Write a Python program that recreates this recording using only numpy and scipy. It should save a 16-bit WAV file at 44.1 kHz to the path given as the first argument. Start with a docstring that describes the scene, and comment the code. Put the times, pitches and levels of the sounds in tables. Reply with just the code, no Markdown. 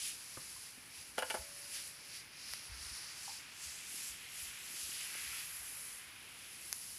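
"""Indoors, one microphone in a quiet room: a cat rides in a cardboard tray, pulled on a string over a
wooden floor by someone in socks. From the start the tray rasps and hisses with each tug and clothes swish,
as friction grains through resonances. From 0.4 s heels thump (ringing boards) and dull taps are scattered
(noise through one resonance). At 1.2-1.4 s a latch clatters (rattled modes) and leaves metal singing.
Sharp clicks close by, snaps ringing short modes, come at 2.5 and 6.7 s; steady noise lies under it all."""
import sys
import numpy as np
from scipy import signal
from scipy.fft import rfft, irfft
from scipy.io import wavfile

SR = 44100
rng = np.random.default_rng(int(sys.argv[2]) if len(sys.argv) > 2 else 0)


def pcm_store(signal):
    """Save signal as 16-bit PCM."""
    levels = np.round(np.clip(np.atleast_2d(signal), -1, 1) * 32767)
    wavfile.write(sys.argv[1], SR, levels.astype(np.int16).T)


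N = 307815  # samples, just under 7 s

# Tugs on the string, about one a stride with small jerks between:
# (top reached [s], rise [s per 10 dB], hold [s], fall [s per 10 dB],
#  tray rasp [dB], tray edge hiss [dB], cloth swish [dB], fine dust hiss [dB])
TUGS = [(0.059, 0.191, 0.022, 0.053, -48.2, -47.0, -46.0, -44.4),
        (0.215, 0.893, 0.45, 0.159, -63.7, -56.1, -58.6, -53.9),
        (0.98, 0.11, 0.025, 0.103, -58.7, -55.5, -59.6, -55), (1.085, 0.04, 0.01, 0.04, -70, -64, -63, -59),
        (1.3, 0.13, 0.085, 0.115, -60, -54.5, -56, -51.5),
        (1.581, 0.332, 0.09, 0.033, -63.6, -55.7, -60.4, -54.2),
        (1.753, 0.075, 0.013, 0.1, -50.9, -48.3, -50.2, -46.6),
        (1.865, 0.05, 0.01, 0.06, -62, -55, -57, -50.5),
        (2.164, 0.188, 0.009, 0.063, -55.7, -51.4, -59.6, -53.0),
        (2.401, 0.113, 0.184, 0.285, -64.8, -54.0, -75.0, -61.3),
        (2.522, 0.08, 0.016, 0.063, -54.8, -51.5, -58.9, -50.8),
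        (2.657, 0.056, 0.0, 0.048, -75.0, -70.2, -75.0, -54.8),
        (2.824, 0.109, 0.162, 0.264, -75.0, -50.3, -60.5, -53.0),
        (3.24, 0.149, 0.094, 0.09, -62.0, -50.7, -53.6, -53.4),
        (3.637, 0.098, 0.078, 0.193, -61.6, -53.0, -50.8, -54.7),
        (3.953, 0.142, 0.131, 0.088, -59.0, -53.6, -49.1, -49.4),
        (4.42, 0.132, 0.01, 0.103, -66.2, -54.2, -49.7, -48.7),
        (4.834, 0.302, 0.005, 0.371, -57, -51.9, -50.2, -47.5),
        (5.016, 0.21, 0.383, 0.108, -49.8, -53.4, -55.0, -51.5),
        (5.528, 0.417, 0.39, 0.126, -63.3, -59.5, -55.6, -49.0),
        (6.784, 0.491, 0.16, 0.3, -75.0, -56.5, -56.4, -51.1)]
# The tray sliding on between tugs: (time [s], rumble [dB], rasp [dB])
DRAG = [(0.0, -62.0, -74.0), (0.4, -64.2, -66.0), (0.8, -67.9, -63.0), (1.15, -70.3, -67.5),
        (1.6, -61.7, -71.1), (2.3, -68.1, -60.0), (2.9, -55.7, -64.2), (3.4, -59.3, -59.6),
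        (4.0, -60.6, -56.1), (4.55, -59.6, -54.0), (4.8, -58.5, -59.3), (5.2, -57.4, -70.0),
        (5.8, -59.5, -59.1), (6.3, -63.1, -57.2), (6.98, -69.2, -62.9)]
# While the string hangs slack: (edge hiss [dB], swish [dB], dust hiss [dB])
SLACK_LEVELS = (-67, -86, -66)


def rub_levels(t):
    """Level in dB of each rubbing layer: the steady drag plus, above the rumble, every tug's swell and fall."""
    drag_s, rumble_db, rasp_db = np.transpose(DRAG)
    power = [from_db(np.interp(t, drag_s, rasp_db)) ** 2]
    power += [from_db(db) ** 2 for db in SLACK_LEVELS]
    for top_s, rise_s, hold_s, fall_s, *tops_db in TUGS:
        before_top = (top_s - t) / rise_s
        after_hold = (t - top_s - hold_s) / fall_s
        below_db = 10 * np.maximum(0, np.maximum(before_top, after_hold))
        power = [p + from_db(db - below_db) ** 2 for p, db in zip(power, tops_db)]
    return [np.interp(t, drag_s, rumble_db)] + [10 * np.log10(p) for p in power]


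# Resonance of rumble, rasp, edge hiss, swish, dust hiss: (centre [Hz], width [Hz])
RUB_RESONANCES = [(1500, 2150), (2550, 1560), (4900, 1800), (7100, 3600), (10500, 1900)]
# The tray's changing angle shifts its colour:
# (time [s], pitch of rumble and rasp [factor], pitch of dust hiss [factor])
TRAY_GLIDE = [(0, 1.18, 0.95), (.25, 0.97, .98), (2.7, 0.88, 0.97), (2.9, 0.95, 0.94), (3.4, 0.97, 0.99),
              (4.7, 0.96, 1.02), (4.85, 1.15, 0.99), (5.15, 0.84, 1), (5.45, .9, 1.03), (5.9, 0.86, 0.99),
              (6.98, 1.06, 0.99)]
GRAINS_PER_S, GRAIN_SPREAD_DB = 20000, 0.53
OWN_FLICKER_DB, SHARED_FLICKER_DB = 0.55, 0.35


def rubbing():
    """Dense grains of friction through the broad resonance of each rubbing surface."""
    t = np.arange(N) / SR
    turn_s, low, high = np.transpose(TRAY_GLIDE)
    low, high = np.interp(t, turn_s, low), np.interp(t, turn_s, high)
    glides = [low, low, 1, 1, high]
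    levels = [np.interp(t, t[::64], db) for db in rub_levels(t[::64])]
    out = np.zeros(N)
    together = drift(8.3)  # a snag in the pull shakes all layers at once
    for db, factor, (hz, width_hz) in zip(levels, glides, RUB_RESONANCES):
        sizes = from_db(GRAIN_SPREAD_DB * rng.exponential(1, N)) * rng.standard_normal(N)
        grains = sizes * (rng.random(N) < GRAINS_PER_S / SR)
        centre = hz * factor * np.ones(N)
        body = gliding_resonance(grains, centre, width_hz)
        body = gliding_resonance(body, centre, 1.56 * width_hz)
        level_db = db + SHARED_FLICKER_DB * together + OWN_FLICKER_DB * drift(11.3)
        out += from_db(level_db) * rms_one(body)
    return out


# Heels on the boards: (time [s], peak level [dB], board pitch [Hz], t60 [s])
HEELS = [(.369, -47, 140, .08), (.965, -62, 80, .15), (1.385, -46, 66, 0.14), (2.495, -57, 65, 0.19),
         (2.689, -49, 91, 0.091), (2.707, -44.5, 61.7, 0.26), (2.801, -49, 72, 0.09), (2.851, -50, 65, .11),
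         (2.906, -47, 62, .11), (3.655, -55, 72, .2), (4.092, -56, 62, .18), (4.415, -54, 78, .16),
         (4.46, -58, 55.3, 0.23), (4.825, -57, 70, .25), (5.212, -58, 95, 0.092), (5.258, -56.5, 64, 0.25),
         (5.59, -60, 68, .3)]


def heels():
    """A soft push of 8 ms sets the boards swinging."""
    out, push = np.zeros(N), np.hanning(int(0.008 * SR))
    for s, db, hz, t60 in HEELS:
        boards = ring(np.pad(push, (0, int(t60 * SR))), hz, t60)
        add(out, s, db, boards)
    return out


# Latch contacts, with a level for the modes of each band, to which the mode's own level is added:
# (time [s], under 1.2 kHz [dB], to 2.3 kHz [dB], to 4 kHz [dB], above [dB], rattle t60 [s])
LATCH_HITS = [(1.177, -50, -54, -56, -58, .02), (1.1805, -37, -38.5, -43, -44, 0.021),
              (1.187, -46.5, -57, -42.5, -41, 0.065), (1.2227, -43, -37.5, -47, -47, 0.028),
              (1.2285, -43.5, -55, -44, -60, 0.029), (1.3003, -55, -44, -41.5, -41.5, 0.018),
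              (1.305, -44, -42, -40.5, -44.5, 0.042), (1.3425, -41, -44, -53, -46, 0.035),
              (1.348, -44.5, -42, -57, -48, 0.024), (1.37, -51, -64, -62, -56, 0.02)]
# Modes of the latch: (pitch [Hz], level against its band [dB], t60 [s])
LATCH_MODES = [(360, -11.5, .03), (512, -3.5, 0.11), (536, -3, 0.072), (635, -6, 0.047), (700, 2, 0.035),
               (860, 3.5, 0.04), (890, -3.5, 0.037), (1050, -10, 0.05), (1180, -6.5, 0.036),
               (1436, 3.5, 0.024), (1380, 0, 0.02), (1615, 1, 0.022), (1700, -4, .03), (1890, 0, 0.017),
               (2080, -5, 0.025), (2330, 1, 0.027), (2650, 0, 0.022), (2880, 3.5, 0.022),
               (3040, 0.5, 0.021), (3370, -2.5, 0.015), (4900, 6, 0.002), (7000, -1, 0.0023),
               (9130, 5.5, .006), (10560, 6, 0.0025)]


def latch():
    """Each contact is a short rattle that shakes every mode in its own way; small parts radiate no bass."""
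    out = np.zeros(N)
    for hz, mode_db, t60 in LATCH_MODES:
        band = np.searchsorted([1200, 2300, 4000], hz)
        for s, *bands_db, rattle_t60 in LATCH_HITS:
            rattle = np.pad(dying_noise(rattle_t60), (0, int(t60 * SR)))
            add(out, s, bands_db[band] + mode_db, ring(rattle, hz, t60))
    return high_pass(out, 220)


# Metal left singing by the latch: (pitch [Hz], peak level [dB], t60 [s])
SINGING_MODES = [(570, -60, 2.3), (651, -58, .7)]
SINGING_START_S = 1.345


def singing():
    """Two thin modes, struck once, outlast the clatter."""
    out = np.zeros(N)
    for hz, db, t60 in SINGING_MODES:
        strike = np.r_[1., np.zeros(int(t60 * SR))]
        add(out, SINGING_START_S, db, ring(strike, hz, t60))
    return out


# Sharp clicks close by:
# (time [s], peak level [dB], tilt [dB per octave], third mode against its usual level [dB])
CLICKS = [(2.5362, -24, -3, -8), (6.7279, -15.7, 0, 0)]
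# Modes of a click, before the tilt: (pitch [Hz], level [dB], t60 [s])
CLICK_MODES = [(1900, 6, .0025), (4800, 11, .002), (6300, 8.5, .0036), (9720, 13, .002), (11600, 10, .002),
               (14600, -3, .002)]
REBOUND_S, REBOUND_SHARE = 0.00017, 0.45


def clicks():
    """A hard snap and its rebound ring a few very short modes, neighbours in opposite sense."""
    out, snap = np.zeros(N), np.zeros(SR // 100)
    snap[0], snap[round(REBOUND_S * SR)] = 1, REBOUND_SHARE
    for s, db, tilt_db, third_db in CLICKS:
        click = np.zeros(len(snap))
        for k, (hz, mode_db, t60) in enumerate(CLICK_MODES):
            level_db = mode_db + tilt_db * np.log2(hz / 5000) + third_db * (k == 2)
            click += (-1) ** k * from_db(level_db) * ring(snap, hz, t60)
        add(out, s, db, high_pass(click, 400))
    return out


# Dull taps on wood or card: (time [s], peak level [dB], centre [Hz], width [Hz], t60 [s])
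TAPS = [(0.372, -41.5, 1120, 260, 0.058), (.372, -42.5, 540, 170, 0.041), (.374, -46, 200, 120, 0.042),
        (.561, -57, 1063, 70, .04), (.776, -54, 180, 150, 0.045), (3.279, -42, 870, 130, 0.15),
        (3.942, -54, 199, 250, 0.052), (4.703, -53, 190, 160, .05), (4.74, -54.5, 282, 120, .05),
        (4.891, -56, 160, 150, .04), (5.153, -48, 350, 500, .025), (5.329, -42, 1350, 250, .03)]


def taps():
    """A first knock and dying chatter pass twice through a resonance, wider the second time."""
    out = np.zeros(N)
    for s, db, hz, width_hz, t60 in TAPS:
        force = np.pad(dying_noise(t60), (0, SR // 50))
        force[0] = np.sqrt(np.sum(force ** 2))  # the knock holds as much energy as the chatter
        body = resonance(force, hz, width_hz)
        add(out, s, db, resonance(body, hz, 2.8 * width_hz))
    return out


ROOM_T60_S, ROOM_DB = 0.23, -13.5


def room(x):
    """Diffuse, dulled echoes that begin after 5 ms."""
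    echoes = np.r_[np.zeros(int(0.005 * SR)), dying_noise(ROOM_T60_S)]
    tail = signal.lfilter([1], [1, -0.6], echoes)
    return from_db(ROOM_DB) * signal.fftconvolve(x, tail / np.sqrt(np.sum(tail ** 2)))[:N]


# Colour of the steady noise: (frequency [Hz], relative level [dB per Hz])
ROOM_TONE = [(18, -53), (30, -5), (98, -3), (437, -11), (632, -13), (1760, -8), (2540, -7), (3400, -21.5),
             (4080, -23), (5740, -20), (8520, -31), (10800, -15), (13000, -27), (16000, -22.5)]
ROOM_TONE_DB = -61  # rms


def room_tone():
    """Steady noise of the house and the microphone."""
    hz = np.fft.rfftfreq(N, 1 / SR) + 1  # 1 Hz up, so that the logarithm exists
    at_hz, db = np.transpose(ROOM_TONE)
    colour = from_db(np.interp(np.log(hz), np.log(at_hz), db))
    noise = irfft(rfft(rng.standard_normal(N)) * colour, N)
    return from_db(ROOM_TONE_DB) * rms_one(noise)


def from_db(db):
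    """Decibels to gain."""
    return 10 ** (np.asarray(db) / 20)


def rms_one(x):
    """Scale to unit rms."""
    return x / np.sqrt(np.mean(x ** 2) + 1e-20)


def drift(rate_hz):
    """Slow chance: noise through a double one-pole low-pass, unit rms, made at every 40th sample."""
    r = np.exp(-80 * np.pi * rate_hz / SR)
    noise = rng.standard_normal(N // 40 + 2002)
    slow = signal.lfilter([1], [1, -2 * r, r * r], noise)[2000:]  # skip the filter's start
    return np.interp(np.arange(N) / 40, np.arange(len(slow)), rms_one(slow))


def resonance(x, hz, width_hz):
    """Band of gain about 1 at its centre."""
    r = np.exp(-np.pi * width_hz / SR)
    feedback = [1, -2 * r * np.cos(2 * np.pi * hz / SR), r * r]
    return signal.lfilter((1 - r * r) / 2 * np.array([1, 0, -1]), feedback, x)


def gliding_resonance(x, hz, width_hz):
    """A resonance whose centre follows a curve, block by block."""
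    out, state, r = np.zeros(N), np.zeros(2), np.exp(-np.pi * width_hz / SR)
    for i in range(0, N, 256):
        feedback = [1, -2 * r * np.cos(2 * np.pi * hz[i] / SR), r * r]
        out[i:i + 256], state = signal.lfilter([1, 0, -1], feedback, x[i:i + 256], zi=state)
    return out


def ring(x, hz, t60):
    """A unit click sets a sine ringing, which starts near height 1 and falls 60 dB in t60 seconds."""
    r, w = from_db(-60 / (t60 * SR)), 2 * np.pi * hz / SR
    return signal.lfilter([0, np.sin(w)], [1, -2 * r * np.cos(w), r * r], x + 1e-18)


def dying_noise(t60):
    """Noise that starts at once and falls 60 dB in t60 seconds."""
    t = np.arange(int(t60 * SR)) / SR
    return rng.standard_normal(len(t)) * from_db(-60 * t / t60)


def high_pass(x, hz):
    """Nothing much below hz."""
    return signal.sosfilt(signal.butter(3, hz, "high", fs=SR, output="sos"), x)


def add(out, s, db, sound):
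    """Mix a sound in at a time with a given peak level."""
    at = round(s * SR)
    sound = sound[:N - at]
    out[at:at + len(sound)] += from_db(db) * sound / np.max(np.abs(sound))


def scene():
    """All sources reach a single microphone, heard alike on both channels; only latch and taps echo."""
    blows = latch() + taps()
    mono = rubbing() + heels() + blows + room(blows) + singing() + clicks() + room_tone()
    return np.array([mono, mono])


# Dip below the microphone's port resonance: (centre [Hz], width [Hz], depth [share])
MIC_DIP = (8920, 480, 0.25)
MIC_LOW_CUT_HZ, TOP_CUT_HZ = 46.6, 16000


def record(dry):
    """The small microphone loses the deep bass and dips under its port resonance; the top is cut steeply."""
    hz, width_hz, share = MIC_DIP
    dip = share * np.array([resonance(channel, hz, width_hz) for channel in dry])
    heard = high_pass(dry - dip, MIC_LOW_CUT_HZ)
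    return signal.sosfilt(signal.cheby2(16, 60, TOP_CUT_HZ, fs=SR, output="sos"), heard)


dry = scene()
out = record(dry)
pcm_store(out)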